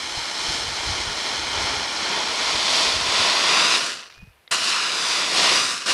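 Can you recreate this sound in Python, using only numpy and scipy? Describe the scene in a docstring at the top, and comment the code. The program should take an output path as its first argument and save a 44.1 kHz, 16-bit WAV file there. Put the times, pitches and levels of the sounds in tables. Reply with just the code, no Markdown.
"""Thousands of dry husks rattle near a phone: a wide rake is dragged through coffee cherries drying on tarps.
The farmer walks up to the microphone, from 6 m to under 4 m, then lifts the rake and pulls twice more.
The husks are random clicks that ring the rake's resonances; a close reflection sweeps their colour.
Stray cherries knock on the lifted rake, and it holds a faint sine note.
Behind it, low-passed and band-passed noise makes wind on the microphone and a quiet hillside."""
import sys
import numpy as np
from scipy import signal
from scipy.fft import rfft, irfft, next_fast_len
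from scipy.io import wavfile
from scipy.ndimage import uniform_filter1d, map_coordinates

SR = 44100
rng = np.random.default_rng(int(sys.argv[2]) if len(sys.argv) > 2 else 0)


def master(y):
    """Save y as 16-bit WAV."""
    cut = np.clip(np.atleast_2d(y).T, -1, 1)
    pcm = np.round(cut * 32767)  # scale
    wavfile.write(sys.argv[1], SR, pcm.astype(np.int16))


N = 261513
T = np.arange(N) / SR

# In all swells the half length is the time from the top down to 1/e.
# hush of the distant foliage: f/Hz, relative level/dB
HILLSIDE = [(18, -52), (30, -19), (119, -3), (296, -5), (394, 1), (978, -0.5), (1090, -4), (1440, -0.5),
            (1970, -2), (2370, -0.5), (7060, -17), (11300, -13), (15000, -21)]
# gusts on the microphone: t/s, half length/s, level/dB before the flutter of the wind
GUSTS = [(.74, 0.21, -43), (.9, .07, -35), (1.07, .04, -32.5), (1.2, 0.025, -44), (1.423, .08, -44),
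         (1.595, 0.065, -39), (1.77, 0.06, -40.5), (2.5, .12, -59), (2.873, .02, -42), (3.002, .06, -37)]
# soft low bumps of air on the microphone: t/s, level/dB before the envelope, decay to 1/e/s, upper edge f/Hz
BUMPS = [(.17, -33.5, 0.022, 130), (.485, -30.5, 0.034, 146), (2.545, -32, 0.013, 129),
         (3.085, -32, 0.018, 123), (3.19, -32, 0.019, 131), (4.17, -49, 0.069, 121),
         (4.223, -34, 0.015, 202), (4.274, -41, 0.021, 118)]
# single cherries that knock on the rake: t/s, peak level/dB
KNOCKS = [(4.026, -28), (4.061, -37), (4.124, -34), (4.477, -29.5)]
# what a knock rings with: f/Hz, relative level/dB, decay by 60 dB/s
KNOCK_MODES = [(793, -16.5, 0.01), (2070, -5, 0.024), (3330, -12, 0.027), (3700, 1, 0.012),
               (4450, -13.5, .012)]
# thin notes of the rake clear of the heap: t/s, half length/s, f/Hz at t, glide/(Hz/s), level/dB before wavering
RINGS = [(4.208, 0.1, 2470, 599, -57), (5.782, .11, 2560, -100, -42)]
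# pulls, from setting the rake in to lifting it out: bite t/s, lift t/s, fade after lifting/(dB/s), crisp bite/dB
PULLS = [(-.1, 3.874, 87, 5), (4.509, 5.71, 62, 10.5), (5.858, 6.2, 62, -0.5)]
# each step or tug of the arms shoves the rake on:
# t/s, half length/s, push/dB, extra weight of the heap/dB, extra scrape/dB
SHOVES = [(0.205, 0.06, 1.7, -1.3, 0.2), (0.506, 0.13, 3, 1.1, 2), (0.905, 0.16, 3, 0.7, 0.1),
          (1.288, .13, 3.2, 0.5, -0.5), (1.666, 0.17, 5.5, 0.4, -1.9), (2.132, 0.14, 5.5, 0.3, -2.1),
          (2.47, .16, 5, -0.5, 0), (2.788, 0.17, 7, 0, 2.5), (3.219, .19, 8, -1, 0),
          (3.582, .19, 10, -2.3, -1.5), (3.744, 0.044, 4, -1, 0.4), (4.532, 0.029, 7, -3, -2),
          (4.685, 0.061, -0.5, 2.5, 4), (4.768, .14, 5, -7.5, -3), (5.084, 0.089, 2, -2.5, 1.4),
          (5.196, 0.071, 4, -1.7, -1.1), (5.388, 0.073, 3.5, 3.5, 2), (5.531, .13, 8, -0.3, -.5),
          (5.905, .036, 7.5, 0.5, -0.5)]
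# how the rake is held: t/s, firmness of the grip/0-1, lift/0-1, delay of its close reflection/ms
POSE = [(0.0, 0.13, 0.18, 0.95), (1.8, 0.1, 0.01, 0.93), (2.7, 0.53, 0.0, 0.9), (3.45, 0.8, 0.1, 0.9),
        (3.9, 0.88, 0.5, 0.68), (4.7, 1, 0.4, 0.714), (5.05, 0.64, 0.36, 0.823), (5.45, 1, 0.33, 0.93),
        (5.78, 1.0, 0.86, 0.75), (5.93, 0.97, 0.57, 0.71)]
# colour of the clicking husks, before the bands are balanced: f/Hz, relative level/dB
HUSK_COLOUR = [(30, -37.5), (60, -28), (170.0, -14), (350.0, -6), (800.0, -7.5), (1400.0, -5),
               (3200.0, 0.36), (5400.0, -2.5), (6000.0, -3.5), (6800.0, -7.5), (9300.0, -10.5),
               (11200.0, -21), (12500.0, -35), (15000, -48)]
# resonances and dips of the rake:
# f/Hz, width/Hz, level/dB trailing loosely, level/dB pressed into the heap, level/dB skimming
RAKE_MODES = [(308, 140, 0.5, -0.5, -4.5), (458, 79, 1.5, 4.5, -5.5), (658, 118, 3, 10.5, -2.5),
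              (868, 130, 6.5, -3, -13), (1000, 155, -1, 10, 0), (1184, 75, -5, -3, 10.5),
              (1426, 83, 5.5, -0.5, 7), (1600, 56, -0.5, -2.5, 7), (1990, 110, -8, 2.5, -0.5),
              (2210, 340, -0.5, -4.5, -1.5), (2640, 320, -9, 5.5, -5.5), (2840, 67, -8.5, 4.5, 3),
              (3200, 190, 2.5, -1, -9), (3510, 120, 1, 6.5, -1), (3750, 130, -2.5, 6.5, -1.5),
              (4060, 320, 4, 4.5, -1), (4860, 170, -0.5, 10, 0), (5520, 830, 2.5, -1, 4)]

BREEZE_DB, CALM_DB = -55, -70  # between gusts, before the flutter of the wind
CALMING_FROM_S, CALM_AT_S = 3.45, 3.9  # the breeze dies down
START_M, NEAREST_M, WALK_M_PER_S = 6.145, 3.66, 0.55  # distance from the microphone
DRAG_DB = -18.5  # middle band of an unhurried rattle at 1 m
HEAP_DB, SCRAPE_DB, CRISP_DB = -7, 2.26, -11.5  # other bands relative to the middle one, before the strokes act
LIFT_HEAP_DB, LIFT_CRISP_DB = -6, 7.5  # a fully lifted rake pushes less heap and flicks more loose husks
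CRISP_PER_SCRAPE, CRISP_PER_PUSH = 1.2, -0.13  # dB per dB
TRICKLE_DB = -2.5  # below this effort the cherries only trickle and lose their edge
CRISP_DULLING, SCRAPE_DULLING = 0.39, 0.16  # dB per dB of effort below the trickle
BITE_RISE_S, BITE_DECAY_S = 0.0053, 0.05
REST_CLICKS_PER_S, DRAG_CLICKS_PER_S = 300, 15000  # settling cherries, and those added at effort 1
REFLECTION_SHARE = 0.21  # amplitude beside the direct sound
TOP_HZ = 15400


def undb(db):
    """Decibels to gain."""
    return 10 ** (np.asarray(db) / 20)


def unit(x):
    """Scale to rms 1."""
    return x / np.sqrt(np.mean(x ** 2))


def steady(x):
    """Even out the level to rms 1 over a sliding half second."""
    return x / np.sqrt(uniform_filter1d(x ** 2, SR // 2))


def curves(table):
    """Each column after the time, sample by sample."""
    s, *columns = np.transpose(table)
    return [np.interp(T, s, column) for column in columns]


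def swell(s, half_length):
    """A smooth rise and fall around the moment s, 1 at its top."""
    return np.exp(-((T - s) / half_length) ** 2)


def wander(rate):
    """Random wander of rms 1, in straight segments, rate of them per second."""
    knots = rng.standard_normal(4096)
    return unit(np.interp(T * rate, np.arange(len(knots)), knots))


def shape(x, response):
    """Filter by a frequency response."""
    size = next_fast_len(N, real=True)
    hz = np.fft.rfftfreq(size, 1 / SR) + 1e-3  # keeps the logarithm finite at 0 Hz
    return irfft(rfft(x, size) * response(hz), size)[:N]


def colour(x, points):
    """Filter by a response of f/Hz, level/dB points, joined on a logarithmic frequency scale."""
    hz, db = np.transpose(points)
    return shape(x, lambda f: undb(np.interp(np.log(f), np.log(hz), db)))


def band(x, lo_hz, hi_hz, order=3):
    """Band-pass."""
    return signal.sosfilt(signal.butter(order, [lo_hz, hi_hz], "band", fs=SR, output="sos"), x)


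def lows(x, hz, order=20):
    """The part of x below hz."""
    return shape(x, lambda f: 1 / (1 + (f / hz) ** order))


def ring(x, hz, width):
    """One resonance, gain 1 at its centre."""
    return signal.lfilter(*signal.iirpeak(hz, hz / width, fs=SR), x)


def hillside(level_db=-60):
    """Faint, slowly swelling hush of distant foliage: coloured noise."""
    hush = unit(colour(rng.standard_normal(N), HILLSIDE))
    return undb(level_db + 0.51 * wander(1.8)) * hush


def wind():
    """Eddies at the microphone, as low noise: a fitful breeze that dies down, gusts and single bumps."""
    breeze_db = np.interp(T, [CALMING_FROM_S, CALM_AT_S], [BREEZE_DB, CALM_DB])
    gusts = sum(undb(db) * swell(s, half_length) for s, half_length, db in GUSTS)
    flutter = undb(-2.0 + 2.5 * wander(24.94))
    out = unit(band(rng.standard_normal(N), 44, 101, order=2)) * (undb(breeze_db) + gusts) * flutter
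    for s, db, decay, edge_hz in BUMPS:
        age = np.maximum(T - s, 0)
        envelope = (1 - np.exp(-age / 0.0026)) * np.exp(-age / decay)
        out += undb(db) * unit(band(rng.standard_normal(N), 39, edge_hz, order=5)) * envelope
    return out


def knocks():
    """Stray cherries tick on the raised rake: decaying modes and a burst of contact noise."""
    out, t = np.zeros(N), np.arange(4096) / SR
    for s, db in KNOCKS:
        tick = 0.94 * rng.standard_normal(len(t)) * np.exp(-t / 0.0017)
        for hz, mode_db, t60 in KNOCK_MODES:
            struck_hz = hz * (1 + 0.017 * rng.standard_normal())  # no two knocks quite alike
            tick += undb(mode_db) * np.sin(2 * np.pi * struck_hz * t) * np.exp(-np.log(1000) * t / t60)
        tick = band(tick, 450, 4700, order=6)
        i = int(s * SR)
        out[i:i + len(t)] += undb(db) * tick / np.abs(tick).max()
    return out


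def singing():
    """Lifted clear, the rake is hardly damped and holds a faint, thin, wavering note."""
    waver, notes = 1 + 0.005 * wander(120), np.zeros(N)
    for s, half_length, hz, glide_hz_per_s, db in RINGS:
        pitch_hz = (hz + glide_hz_per_s * (T - s)) * waver
        phase = 2 * np.pi * np.cumsum(pitch_hz) / SR
        notes += undb(db) * swell(s, half_length) * np.sqrt(2) * np.sin(phase)  # sine of rms 1
    return undb(2.5 * wander(53)) * notes


def collisions(rate, spread_db, click_s, count=32):
    """Random clicks, many faint and a few loud; each of count kinds of husk has its own brief ring."""
    t = np.arange(256) / SR
    rings = rng.standard_normal((count, len(t))) * np.exp(-t / click_s)
    rings /= np.linalg.norm(rings, axis=1, keepdims=True)
    at = np.flatnonzero(rng.random(N) < rate / SR)
    kind = rng.integers(count, size=len(at))
    strength = np.minimum(rng.exponential(size=len(at)), 5)
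    clicks = undb(spread_db * strength)[:, None] * rings[kind]
    places = at[:, None] + np.arange(len(t))
    out = np.bincount(places.ravel(), clicks.ravel(), N)[:N]
    return unit(out / np.sqrt(rate))  # the rate sets the density, not the level


def reflect(x):
    """A copy arrives up to a millisecond late and combs the spectrum; the comb moves with the pose of the rake."""
    _, _, delay_ms = curves(POSE)
    late = map_coordinates(x, [(T - delay_ms / 1000) * SR], order=3)
    return (x + REFLECTION_SHARE * late) / np.sqrt(1 + REFLECTION_SHARE ** 2)


def through_rake(x):
    """The rake rings along with the husks; grip and lift decide which of its resonances speak."""
    grip, lift = np.clip(curves(POSE)[:2], 0, 1)
    for hz, width, loose_db, pressed_db, skim_db in RAKE_MODES:
        held_db = pressed_db + lift * (skim_db - pressed_db)
        mode_db = loose_db + grip * (held_db - loose_db)
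        x = x + (undb(mode_db) - 1) * ring(x, hz, width)
    return x


def strokes():
    """Effort and three band levels: the rake bites, surges with each shove and fades once lifted."""
    push_db, weight_db, scrape_db = sum(np.outer(dbs, swell(s, half_length)) for s, half_length, *dbs in SHOVES)
    contact, bite_db = np.zeros(N), np.zeros(N)
    for bites, lifts, fade_db_per_s, crispness_db in PULLS:
        age = np.maximum(T - bites, 0)
        entry = np.clip(age / BITE_RISE_S, 0, 1)
        hold = undb(-fade_db_per_s * np.maximum(T - lifts, 0))
        contact += entry * (hold - contact)  # each new pull takes over from the last
        bite_db += entry * crispness_db * np.exp(-age / BITE_DECAY_S)
    effort = contact * undb(push_db)
    lift = np.clip(curves(POSE)[1], 0, 1)
    slowing_db = np.maximum(TRICKLE_DB - 20 * np.log10(effort), 0)

    heap_db = HEAP_DB + LIFT_HEAP_DB * lift + weight_db
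    crisp_db = CRISP_DB + LIFT_CRISP_DB * lift + bite_db
    crisp_db += CRISP_PER_SCRAPE * scrape_db + CRISP_PER_PUSH * push_db - CRISP_DULLING * slowing_db
    scrape_db = SCRAPE_DB + scrape_db - SCRAPE_DULLING * slowing_db
    return effort, heap_db, scrape_db, crisp_db


def raking(heap_hz=830, scrape_hz=2870, crisp_hz=6750):
    """Cherries tumble ahead of the rake, louder as it nears; fewer collide as the pull dies away."""
    effort, heap_db, scrape_db, crisp_db = strokes()
    distance_m = np.maximum(START_M - WALK_M_PER_S * T, NEAREST_M)
    clicks_per_s = REST_CLICKS_PER_S + DRAG_CLICKS_PER_S * np.minimum(effort, 2)
    husks = collisions(clicks_per_s, spread_db=2.5, click_s=0.00059)
    rattle = colour(through_rake(reflect(husks)), HUSK_COLOUR)

    # the pushed heap gives the low rumble, a faster pull more scrape, loose husks on top the crisp edge
    heap = lows(rattle, heap_hz)
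    below_scrape = lows(rattle, scrape_hz)
    below_crisp = lows(rattle, crisp_hz)
    mix = steady(below_scrape - heap)
    mix += undb(heap_db) * steady(heap)
    mix += undb(scrape_db) * steady(below_crisp - below_scrape)
    mix += undb(crisp_db) * steady(rattle - below_crisp)
    return undb(DRAG_DB) * effort / distance_m * mix


def scene():
    """Everything reaches one microphone, the same in both channels."""
    mono = hillside() + wind() + knocks() + singing() + raking()
    return np.array([mono, mono])


def record(dry):
    """The phone cuts the top with a steep low-pass."""
    return signal.sosfilt(signal.ellip(8, 0.2, 70, TOP_HZ, fs=SR, output="sos"), dry)


dry = scene()
out = record(dry)
master(out)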